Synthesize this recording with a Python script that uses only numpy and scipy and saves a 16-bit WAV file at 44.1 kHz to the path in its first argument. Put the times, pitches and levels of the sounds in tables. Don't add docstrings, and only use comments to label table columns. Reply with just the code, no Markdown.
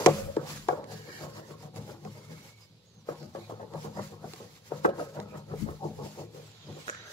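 import sys
import numpy as np
from scipy import signal
from scipy.fft import rfft, irfft, next_fast_len
from scipy.io import wavfile
from scipy.ndimage import uniform_filter1d

SR = 44100
rng = np.random.default_rng(int(sys.argv[2]) if len(sys.argv) > 2 else 0)


def ratio_of_db(decibels):
    return 10 ** (np.asarray(decibels, float) / 20)


def unload_audio(sound):
    columns = np.transpose(np.atleast_2d(sound))
    steps = np.round(np.clip(columns, -1, 1) * 32767)
    wavfile.write(sys.argv[1], SR, steps.astype(np.int16))


N = 314080

REST_DB = -82
STRUCK_DB = -23
SWEEP_DROP_DB, SWEEP_ROUND = 17, 1.6


def evened(x):
    return x / np.sqrt(np.mean(x ** 2) + 1e-20)


def peaked(x):
    return x / abs(x).max()


def column(rows, k, at):
    table = np.array(rows)
    return np.interp(at, table[:, 0], table[:, k])


def add(mix, s, sound):
    part = mix[round(s * SR):][:len(sound)]
    part += sound[:len(part)]


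def coloured(x, points):
    hz, db = np.transpose(points)
    size = next_fast_len(x.shape[-1])
    f = np.fft.rfftfreq(size, 1 / SR)
    gain = ratio_of_db(np.interp(np.log(f + 1), np.log(hz), db))
    return irfft(rfft(x, size) * gain, size)[..., :x.shape[-1]]


def above(x, hz):
    return signal.sosfilt(signal.butter(3, hz, "high", fs=SR, output="sos"), x)


def softened(x, hz):
    return signal.sosfilt(signal.butter(2, hz, fs=SR, output="sos"), x)


def ring(x, hz, t60):
    r = 1000 ** (-1 / (t60 * SR))
    w = 2 * np.pi * hz / SR
    return signal.lfilter([.5, 0, -.5], [1, -2 * r * np.cos(w), r * r], x)


def tail(t60, seconds):
    t = np.arange(round(seconds * SR)) / SR
    taps = rng.standard_normal((2, len(t))) * ratio_of_db(-60 * t / t60) * np.minimum(t / 0.0038, 1)
    return taps / np.linalg.norm(taps, axis=1, keepdims=True)


def wander(per_s):
    knots = rng.standard_normal(int(40 * N / SR))
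    return np.interp(np.arange(N) * per_s / SR, np.arange(len(knots)), knots)


def swells(rows, drop_db, shape, floor_db):
    t = np.arange(0, N / SR + .004, .002)
    top, rise, fall, db = np.array(rows, float).T[:, :, None]
    before = (top - t) / np.maximum(rise, .005)
    after = (t - top) / np.maximum(fall, .005)
    away = np.where(t < top, before, after)
    power = (ratio_of_db(db - drop_db * away ** shape) ** 2).sum(0) + ratio_of_db(floor_db) ** 2
    return np.interp(np.arange(N) / SR, t, 10 * np.log10(power))


def slips(per_s, spread_db):
    size = ratio_of_db(spread_db * np.minimum(rng.exponential(1, N), 4)) * rng.choice([-1., 1.], N)
    return evened(size * (rng.random(N) < per_s / SR))


# (frequency [Hz], level [dB], t60 [s])
FRAME_MODES = [(292, -14, 0.07), (350, -3.5, 0.073), (387.6, -8, 0.051), (438.8, -1, 0.074),
               (481.3, 3, 0.073), (543.3, -6.5, 0.13), (596, -2.5, 0.056)]
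UPPER_MODES = [(713, 1, 0.062), (739, 0, 0.11), (809, 4.5, 0.033), (920, 2.5, 0.036), (1063, -1, 0.11),
               (1126, -12, 0.1), (1257, 3.5, 0.06), (1530, -26, .04), (1790, -34, .03)]
# (time [s], peak [dB], struck part of the frame [Hz], upper modes re peak [dB])
KNOCKS = [(0.0615, 2, 475, -6), (0.3675, -10, 320, -13.5), (0.687, -1.5, 473, 9), (1.766, -37.5, 376, -17),
          (2.051, -30, 490, -1), (3.087, -17, 486, -6), (3.349, -21.5, 520, -13), (3.495, -27, 590, 8),
          (3.599, -31.5, 550, 18), (3.74, -25, 487, 4), (3.843, -29, 484, 1), (4.24, -24.5, 605, -3),
          (6.185, -33.5, 350, -14), (4.718, -17, 596, -5), (4.848, -3.5, 560, 1), (4.995, -21, 560, 1),
          (5.834, -41, 400, -20)]
JOLTS = [(0.0634, -6, 344.6, -24), (0.072, -5, 430, 2), (0.081, -9, 560, -13), (0.094, -15.5, 304, -6),
         (0.108, -18, 295, -10), (0.6845, -13.5, 498, -12), (0.706, -17, 480, 5), (0.728, -20.5, 427, -1),
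         (3.118, -30, 480, 2), (3.385, -31.5, 497, -11), (3.507, -29, 605, 5), (3.52, -28, 390, -4),
         (3.86, -40, 450, -3), (4.252, -29.5, 543, -3), (5.85, -26, 397, -20), (3.754, -29, 474, -15),
         (3.948, -36, 480, -1), (3.967, -31, 483, 19), (3.992, -28, 520, 2), (4.27, -31, 590, -12),
         (4.333, -34, 440, -5), (4.4, -30.5, 466, -18), (4.845, -14, 600, 6), (4.854, -7, 535, -7),
         (4.858, -10, 560, -17), (4.87, -26, 350, -11), (4.878, -25, 590, -18), (4.888, -26, 584, -16),
         (5.02, -32, 543, -4), (5.147, -40, 480, -15), (5.189, -24.5, 478, -13), (5.346, -35, 483, -6),
         (5.536, -24.5, 460, -22), (5.688, -33, 476, -4), (5.83, -35, 450, -4), (5.987, -29.5, 460, -9),
         (6.023, -49, 450, 2), (6.06, -29.5, 440.6, -5), (6.173, -38, 350, -22), (6.215, -30.5, 380, -21),
         (6.235, -38, 435, -19)]


def knocks():
    out, t = np.zeros(N), np.arange(8000) / SR
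    for s, peak_db, struck_hz, upper_db in KNOCKS + JOLTS:
        blow_ms = 4.8 if peak_db > STRUCK_DB else 7.9
        noise = np.pad(rng.standard_normal(2000), (0, len(t) - 2000))
        rough = noise * t * np.exp(-2000 * t / blow_ms)
        snap = np.exp(-((t - .0025) / .0004) ** 2)
        top_hz = np.clip(2300 * ratio_of_db(0.25 * peak_db), 400, 9000)
        push = softened(peaked(rough) + 0.33 * snap, top_hz)
        near = np.zeros(len(t))
        for hz, db, t60 in FRAME_MODES:
            loaded_hz = hz * (struck_hz / 480) ** .12
            focus_db = 45 * np.log2(hz / struck_hz) ** 2
            near += peaked(ring(push, loaded_hz, t60)) * ratio_of_db(db - focus_db)
        high = sum(ring(push, hz, 0.5 * t60) * ratio_of_db(0.76 * db) for hz, db, t60 in UPPER_MODES)
        one_rail = ratio_of_db(-22 - 60 * abs(np.log2(struck_hz / 555))) * peaked(ring(push, 550, .6))
        blow = peaked(peaked(near) + ratio_of_db(upper_db) * peaked(high) + one_rail)
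        add(out, s - .001, ratio_of_db(peak_db - 2.5) * blow)
    room = signal.fftconvolve(out, tail(0.12, seconds=.4)[0])[:N]
    return softened(softened(above(out + ratio_of_db(-11) * room, 220), 1500), 1900)


# (time [s], time to ease by 20 dB [s], frame ring [dB], panel boom [dB])
BITES_KNOCKING = [
    (0, 0.3, -31.5, -45),
    (0.07, 0.2061, -36, -32.5),
    (0.377, 0.2, -37.5, -40.5),
    (.507, 0.15, -64, -45),
    (.585, -1.4, -62, -41.5),
    (0.699, 0.2044, -31, -43.5),
    (.8, 1, -55.5, -70),
]
BITES_FIRST = [(0.923, 0.16, -43, -44), (1.08, 0.19, -46, -53.5), (1.228, 0.15, -38.5, -42.5),
               (1.372, 0.14, -42.5, -50), (1.509, 0.12, -44.5, -46.5), (1.642, 0.088, -44, -44.5),
               (1.776, 0.13, -44, -39), (1.895, 0.13, -42.5, -47), (2.06, 0.085, -44, -39),
               (2.17, 0.22, -49, -52.5), (2.31, 0.11, -48.5, -43), (2.444, 0.13, -55.5, -58),
               (2.971, 0.18, -67, -56.5)]
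BITES_SECOND = [(3.097, 0.084, -35, -44.5), (3.222, 0.12, -45, -41.5), (3.363, 0.12, -40.5, -47),
                (3.517, 0.11, -42.5, -44), (3.615, 0.086, -38, -46), (3.755, 0.065, -35, -38),
                (3.855, 0.097, -40, -39), (3.983, 0.1, -35.5, -36.5), (4.123, 0.13, -45.5, -46.5),
                (4.243, 0.084, -44.5, -41.5), (4.407, 0.12, -46.5, -48), (4.502, 0.18, -58.5, -66)]
BITES_LAST = [(4.717, 0.2, -41.5, -42), (4.856, 0.16, -31.5, -39.5), (4.995, 0.094, -29.5, -46),
              (5.17, 0.16, -36.5, -40), (5.348, 0.11, -39, -41), (5.519, 0.079, -36.5, -35.5),
              (5.689, 0.092, -35.5, -42), (5.851, 0.1, -36, -34.5), (6.009, 0.14, -39, -39),
              (6.197, 0.12, -39.5, -44.5), (6.356, 0.2, -48, -48.5), (6.696, 0.063, -43.5, -39),
              (6.769, 0.094, -45, -53), (6.887, 0.23, -49, -57), (7.05, 0.5, -59, -77)]


def bites(panels):
    rows = BITES_KNOCKING + BITES_FIRST + BITES_SECOND + BITES_LAST
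    s, ease, frame_db, boom_db = np.array(rows, float).T
    hard_s = np.array([knock[0] for knock in KNOCKS if knock[1] > STRUCK_DB])
    struck = abs(s[:, None] - hard_s).min(1) < .025
    rise = np.where(struck, 0.027, 0.052)
    if panels:
        rows = [s + 0.0097, 1.51 * rise, 1.51 * ease, boom_db]
    else:
        rows = [s, rise, ease, frame_db]
    return swells(np.transpose(rows), 22.6, 1.085, REST_DB)


def body(force, modes, level_db, place_db, steady_s):
    sound = sum(ring(force * ratio_of_db(db + place_db * wander(per_s=11)), hz, t60) for hz, db, t60 in modes)
    drag = abs(uniform_filter1d(sound ** 2, round(steady_s * SR))) + 1e-20
    return ratio_of_db(level_db) * evened(sound / drag ** 0.44)


def rub():
    sliding_db = np.minimum(bites(panels=False), -25)
    force = slips(per_s=1500, spread_db=2.5)
    upper_db = -52 + 0.8 * (sliding_db + 46)
    frame = softened(body(force, FRAME_MODES, sliding_db, place_db=5.5, steady_s=0.072), 1600)
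    upper = softened(body(force, UPPER_MODES, upper_db, place_db=6.5, steady_s=0.03), 1100)
    near = softened(above(frame, 260) + above(upper, 520), 1600)
    outside = softened(softened(near, 1050), 1050) * ratio_of_db(2)
    return np.where(np.arange(N) < 5.78 * SR, near, outside)


# (frequency [Hz], level [dB], t60 [s])
PANEL_MODES = [(109, -8.5, 0.52), (149.7, 5.5, 0.19), (203, -6.5, 0.57)]


def boom():
    force = slips(per_s=1500, spread_db=2.5)
    shudder = body(force, PANEL_MODES, bites(panels=True), place_db=2.5, steady_s=.05)
    return above(softened(shudder, 290), 70) * ratio_of_db([[1.5], [-1.5]])


def thud():
    s, db, hz, t60 = 0.05, -20.5, 151.5, 0.4
    out, t = np.zeros(N), np.arange(SR // 2) / SR
    add(out, s, ratio_of_db(db - 60 * t / t60) * np.sin(2 * np.pi * hz * t) * np.minimum(t / 0.033, 1))
    return out


# (top [s], swell [s], fade [s], level [dB])
RAIL_HUMS = [
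    (.084, .014, .014, -21),
    (.185, .03, .1, -36),
    (.3, .1, .06, -38),
    (3.36, .01, .03, -37),
    (4.857, .012, .014, -20),
    (4.885, .02, .03, -33),
    (5.08, .05, .06, -48),
]


def rail():
    hum = ring(slips(per_s=400, spread_db=-1.5), hz=545, t60=.2)
    hum = hum / (abs(uniform_filter1d(hum ** 2, size=3000)) + 1e-20) ** .4
    return evened(hum) * ratio_of_db(swells(RAIL_HUMS, SWEEP_DROP_DB, SWEEP_ROUND, -200))


# (frequency [Hz], density [dB per Hz])
FIZZ_COLOUR = [(900, 7), (1800, 7), (3300, 4.5), (6500, 5.5), (7600, 4.5), (8300, -6.5), (10500, -1.5),
               (15500, -6.5)]
# (time [s], peak [dB], pitch [Hz])
TICKS = [(0.0615, 0.5, 5840), (0.066, -9, 2100), (0.07, -19, 3160), (3.155, -41.5, 2500),
         (3.261, -46, 2000), (3.395, -39, 1900), (4.361, -39, 2300), (0.366, -29, 1510),
         (0.6855, -22, 3300), (0.842, -33, 3670), (1.7614, -35, 4860), (2.05, -34, 2010),
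         (3.229, -38.5, 1700), (3.737, -34, 1300), (4.3355, -25.5, 4200), (4.4288, -39, 2240),
         (4.846, -29.5, 2940), (5.201, -28, 3900), (6.517, -39.5, 6950), (6.727, -37, 3700)]


def ticks():
    out, t = np.zeros(N), np.arange(3000) / SR
    for s, peak_db, hz in TICKS:
        burst = rng.standard_normal(len(t)) + 9 * (t == t[2])
        crack = coloured(burst, FIZZ_COLOUR) * ratio_of_db(-60 * t / .008)
        crack = evened(crack) + .4 * evened(ring(crack, hz, .004))
        add(out, s, ratio_of_db(peak_db) * peaked(crack))
    return softened(out, 9000)


# (frequency [Hz], left minus right [dB],
# left lead [rad], share of sound scattered inside the hutch [0-1])
PORTS = [(100, -4, -1, 0), (252, 4, 0.88, 0.23), (1000, 2.5, 0.81, 0.35), (1820, -4, 2.5, 0.72),
         (4600, -5.5, 3, 1), (6560, -1.5, 0, 1), (8900, 7, 9, 0.87), (11820, 5.5, 5, 0.4)]


def ports(x, own=None):
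    hz, frames, z = signal.stft(x, SR, nperseg=1024, noverlap=768)
    balance_db, lead, scatter = (column(PORTS, k, hz)[:, None] for k in range(1, 4))
    taps = uniform_filter1d(rng.standard_normal((2, 512, len(frames))), size=8, axis=2)
    taps = taps * ratio_of_db(-60 * np.arange(512) / SR / 0.025)[:, None]
    walls = z * rfft(taps, 1024, axis=1) / np.sqrt((taps ** 2).sum(1).mean())
    if own is not None:
        walls = 0.76 * walls + 0.76 * signal.stft(own, SR, nperseg=1024, noverlap=768)[2]
    side, scatter = np.array([.5, -.5])[:, None, None], np.clip(scatter, 0, 1)
    heard = np.sqrt(1 - scatter) * np.exp(1j * side * lead) * z + np.sqrt(scatter) * walls
    return signal.istft(heard * ratio_of_db(side * balance_db), SR, nperseg=1024, noverlap=768)[1][:, :N]


# (fastest [s], speeding up [s], slowing down [s], fizz [dB])
SWEEPS_EARLY = [(0.02, 0.23, 0.066, -49.5), (0.1, 0.083, 0.03, -51.5), (0.19, 0.21, 0.084, -54),
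                (0.37, 0.19, 0.046, -67.5), (0.537, 0.14, 0.13, -52.5), (0.68, 0.027, 0.15, -63.5),
                (0.933, 0.063, 0.12, -57.5), (1.085, 0.074, 0.31, -62.5), (1.245, 0.17, 0.044, -61),
                (1.364, 0.12, 0.097, -64.5), (1.515, 0.06, 0.043, -62), (1.639, 0.075, 0.057, -65.5),
                (1.776, 0.033, 0.057, -60.5), (1.91, 0.19, 0.07, -66.5), (2.142, 0.24, 0.21, -67.5),
                (2.33, 0.056, 0.034, -63), (2.45, 0.27, 0.12, -64.5), (2.61, 0.061, 0.076, -70)]
SWEEPS_LATE = [(3.093, 0.04, 0.055, -64.5), (3.232, 0.12, 0.056, -66.5), (3.435, 0.18, 0.15, -68),
               (3.507, 0.025, 0.042, -73), (3.606, 0.037, 0.062, -71), (3.839, 0.15, 0.093, -64),
               (4.044, 0.14, 0.14, -61.5), (4.309, 0.1, 0.29, -61), (4.562, 0.1, 0.053, -70),
               (4.685, 0.046, 0.03, -64), (4.78, 0.15, 0.09, -63), (4.849, 0.02, 0.03, -59),
               (5.019, 0.093, 0.098, -62.5), (5.174, 0.12, 0.085, -67), (5.379, 0.18, 0.046, -68.5),
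               (5.592, 0.15, 0.31, -65.5), (5.844, 0.042, 0.35, -67.5), (6.06, 0.063, 0.11, -61.5),
               (6.213, 0.23, 0.079, -65.5), (6.375, 0.09, 0.2, -67), (6.51, 0.262, 0.25, -82),
               (6.893, 0.26, 0.09, -65.5), (7.138, 0.099, 0.33, -60.5)]
# (top [s], swell [s], fade [s], level
# [dB], frequency [Hz])
SQUEALS = [(.55, .1, .07, -65, 1850), (1.15, 0.3, 0.1, -53, 1680), (1.17, 0.18, 0.08, -60, 2170),
           (1.18, 0.2, 0.07, -58, 4350), (1.16, .25, .12, -62, 2950), (1.42, 0.13, 0.09, -62.5, 1790),
           (3.99, .035, .035, -56, 1850), (5.32, .045, .05, -63, 2450), (3.44, .06, 0.05, -68, 2320),
           (3.43, 0.075, 0.085, -63.5, 3900), (3.22, .04, .05, -62, 4700), (4.9, .04, .2, -58, 1550),
           (6.915, .025, .7, -54, 1500), (6.93, .04, .7, -55, 1760), (.93, .04, .06, -59, 4400),
           (1.35, .04, .05, -63, 4900), (5.61, .04, .05, -63, 2150), (6.82, .05, .04, -69, 2300)]
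WHINES = [(2.15, 0.12, 0.29, -71, 2130), (2.36, 0.25, 0.25, -70, 2205), (2.57, 0.3, 0.11, -66, 2210),
          (1.19, .17, .03, -59, 2230), (5.85, 0.043, 0.047, -43, 830), (6.03, 0.064, 0.077, -50, 895),
          (1.16, .05, .05, -58, 1790), (6.92, .025, .7, -56, 1600), (6.91, .02, .7, -57, 1430),
          (7.05, .15, .3, -62, 3900), (6.999, 0.13, .3, -70, 2140)]


def fizz():
    jerks = np.array([slips(per_s=11000, spread_db=3.5) for way in range(3)])
    level_db = swells(SWEEPS_EARLY + SWEEPS_LATE, SWEEP_DROP_DB, SWEEP_ROUND, REST_DB)
    level_db = level_db + 3 + 2.4 * wander(per_s=40)
    grain = coloured(jerks, FIZZ_COLOUR) * ratio_of_db(level_db) / np.sqrt(.27)
    grain = grain + ratio_of_db(-36.5) * ring(grain, hz=4660, t60=0.0029)
    waver_db = 3 * wander(per_s=25)
    voices = [(row, .0055 * min(2200 / row[4], 1) ** 2) for row in SQUEALS]
    voices += [(row, .013) for row in WHINES]
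    for (*swell, hz), t60 in voices:
        span = slice(round((swell[0] - .4) * SR), round((swell[0] + .4) * SR))
        song = evened(ring(ring(jerks[:, span], hz, t60), hz, t60))
        song_db = np.roll(waver_db, round(9 * hz)) + swells([swell], SWEEP_DROP_DB, SWEEP_ROUND, -200)
        grain[:, span] += song * ratio_of_db(song_db[span])
    return ports(grain[0], grain[1:])


# (frequency [Hz], level [dB], t60 [s])
LATCH_LOW = [(460, 6, 0.0098), (1450, 10.5, 0.01), (1570, -7, 0.023), (1690, -22, 0.0081)]
LATCH_BRIGHT = [(3600, -13, 0.013), (6270, 5, .008), (6700, 5, 0.0077)]
# (time [s], peak [dB], bright ring re peak [dB])
LATCH_CLACKS = [
    (6.8805, -29.5, -15.5),
    (6.8908, -31.5, -18),
    (6.897, -25.5, -11),
    (6.9477, -35.5, -16),
]


def latch():
    low, bright, click = np.zeros(N), np.zeros(N), np.eye(1, 2000)[0]
    low_ring = sum(ratio_of_db(db) * ring(click, hz, t60) for hz, db, t60 in LATCH_LOW)
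    bright_ring = sum(ratio_of_db(db) * ring(click, hz, t60) for hz, db, t60 in LATCH_BRIGHT)
    for s, peak_db, bright_db in LATCH_CLACKS:
        add(low, s, ratio_of_db(peak_db - 4.5) * low_ring)
        add(bright, s, ratio_of_db(peak_db + bright_db + 12) * bright_ring)
    low_tail, bright_tail = tail(1.3, seconds=.4)[0], tail(.4, seconds=.4)[0]
    yard = ratio_of_db(-13) * signal.fftconvolve(above(low, 1300), low_tail)
    yard = yard + ratio_of_db(-6) * signal.fftconvolve(bright, bright_tail)
    return softened(low + bright + yard[:N], 4600)


# (time [s], length [s], frequency [Hz], level [dB])
PEEPS = [
    (2.05, .04, 4850, -64),
    (2.3, .04, 4850, -63),
    (2.607, 0.055, 4900, -58),
    (3.93, .06, 4930, -59),
    (6.655, .04, 4900, -61),
]
# (time [s], frequency [Hz], level [dB])
TWITTER = [
    [(4.345, 5000, -66), (4.38, 4100, -61), (4.42, 3300, -65)],
    [(6.86, 5800, -62), (6.885, 6000, -59), (6.9, 6300, -63)],
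    [(7.03, 5800, -70), (7.06, 6150, -59), (7.12, 6200, -59)],
]
ARCH = [(2.85, 6350, -69), (2.885, 6800, -69), (2.925, 6150, -76), (2.97, 6480, -70), (3.0, 5900, -69),
        (3.025, 5800, -67)]
FALL = [(6.42, 7600, -72), (6.46, 7880, -67), (6.5, 7350, -69), (6.53, 7150, -73), (6.58, 7000, -75),
        (6.61, 7300, -73), (6.65, 6700, -74)]
SWOOP = [(6.73, 6650, -65), (6.76, 7000, -64), (6.8, 7900, -65), (6.85, 8350, -66), (6.88, 8650, -66),
         (6.91, 7900, -66), (6.94, 7200, -68), (6.98, 6700, -74)]


def birds():
    out = np.zeros(N)
    notes = TWITTER + [ARCH, FALL, SWOOP]
    for s, length, hz, db in PEEPS:
        notes = notes + [[(s, 1.03 * hz, db - 7), (s + length / 2, hz, db), (s + length, hz, db - 7)]]
    for rows in notes:
        t = np.arange(rows[0][0], rows[-1][0], 1 / SR)
        tremble = 0.1 * uniform_filter1d(rng.standard_normal(len(t)), size=90)
        hz = column(rows, 1, t) * (1 + tremble)
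        note = np.sqrt(2) * np.sin(2 * np.pi * np.cumsum(hz) / SR) * signal.windows.tukey(len(t), .15)
        flutter_db = -2.5 + 36 * uniform_filter1d(rng.standard_normal(len(t)), size=120)
        add(out, t[0], ratio_of_db(column(rows, 2, t) + flutter_db) * note)
    echo = signal.fftconvolve(out[None], tail(0.16, seconds=0.58), axes=1)[:, :N]
    return out * ratio_of_db([[-3], [2]]) + ratio_of_db(-7) * echo


# (top [s], swell [s], fade [s], level [dB])
BUFFETS = [
    (.26, 0.12, 0.07, -34),
    (.57, 0.067, 0.29, -51.5),
    (3.19, .2, 0.34, -79),
    (3.77, 0.14, .4, -59),
    (5.61, 0.068, 0.038, -38.5),
    (5.71, 0.075, 0.048, -39.5),
    (5.97, 0.1, 0.066, -49),
]
GUST = [
    (5.635, 0.045, 0.06, -25),
]


def buffet():
    deep_colour = [(15, -24.5), (35, 2), (60, -28.5), (90, -4), (200, -49)]
    gust_colour = [(25, -40.5), (60, -5), (170, 0), (300, -9), (700, -57)]
    deep = evened(coloured(rng.standard_normal((2, N)), deep_colour))
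    gust = evened(coloured(rng.standard_normal(N), gust_colour))
    gust = gust * ratio_of_db(swells(GUST, 22, 0.94, REST_DB))
    still_db = -74
    deep = deep * ratio_of_db(swells(BUFFETS, 15, 0.87, still_db) + np.array([[4], [-6]]))
    return above(deep + gust * ratio_of_db([[3], [-14]]), 38)


# (frequency [Hz], density [dB per Hz])
AIR_COLOUR = [(69, -23.5), (106, -13.5), (174, 3.5), (300, -9.5), (509, 0.5), (900, -35), (4240, -7),
              (11000, -41.5)]
YARD_COLOUR = [(700, -3), (1400, -3), (2200, -4.5), (3800, 1.5), (5200, -6.5), (7200, -6.5), (8300, -28)]
# (time [s], level [dB])
YARD_LEVEL = [
    (0, -71),
    (2.5, -91),
    (4.5, -80),
    (6.3, -84),
    (6.45, -59.5),
    (6.8, -54.5),
    (7.12, -55),
]
# (frequency [Hz], level [dB], t60 [s])
HUM_MODES = [(108.3, -60, 0.59), (156, -69, 0.076)]


def air():
    noise = rng.standard_normal((3, N))
    hiss = ratio_of_db(-66) * evened(coloured(noise, AIR_COLOUR))
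    wash_db = column(YARD_LEVEL, 1, np.arange(N) / SR)
    wash = ratio_of_db(wash_db) * evened(coloured(noise[:, ::-1], YARD_COLOUR))
    hum = sum(ratio_of_db(db) * evened(ring(noise[0], hz, t60)) for hz, db, t60 in HUM_MODES)
    both = (hiss + wash) * ratio_of_db(0.58 * wander(per_s=21))
    return ports(both[0], both[1:]) + hum


# (time [s], left minus right [dB])
TURN = [
    (0, -0.5),
    (.5, -5.5),
    (1, -2.5),
    (4, -1),
    (7.12, -2),
]


def scene():
    tick = ticks()
    lag = 5
    straight = ratio_of_db(1) * np.array([np.roll(tick, lag), tick]) * ratio_of_db([[-3], [2]])
    wood = rub() + rail() + knocks() + ratio_of_db(1.5) * tick + latch()
    turn = ratio_of_db(np.array([[.5], [-.5]]) * column(TURN, 1, np.arange(N) / SR))
    return ports(wood) * turn + straight + thud() + boom() + fizz() + birds() + air() + buffet()


def top_cut(x):
    return signal.sosfilt(signal.butter(12, 16970, fs=SR, output="sos"), x)


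def record(dry):
    held = .95 * np.tanh(above(dry, 42) / .95)
    band_limit = signal.firwin(511, 15750, window=("kaiser", 6), fs=SR)
    limited = signal.oaconvolve(held, band_limit[None], "same")
    return top_cut(limited)


dry = scene()
out = record(dry)
unload_audio(out)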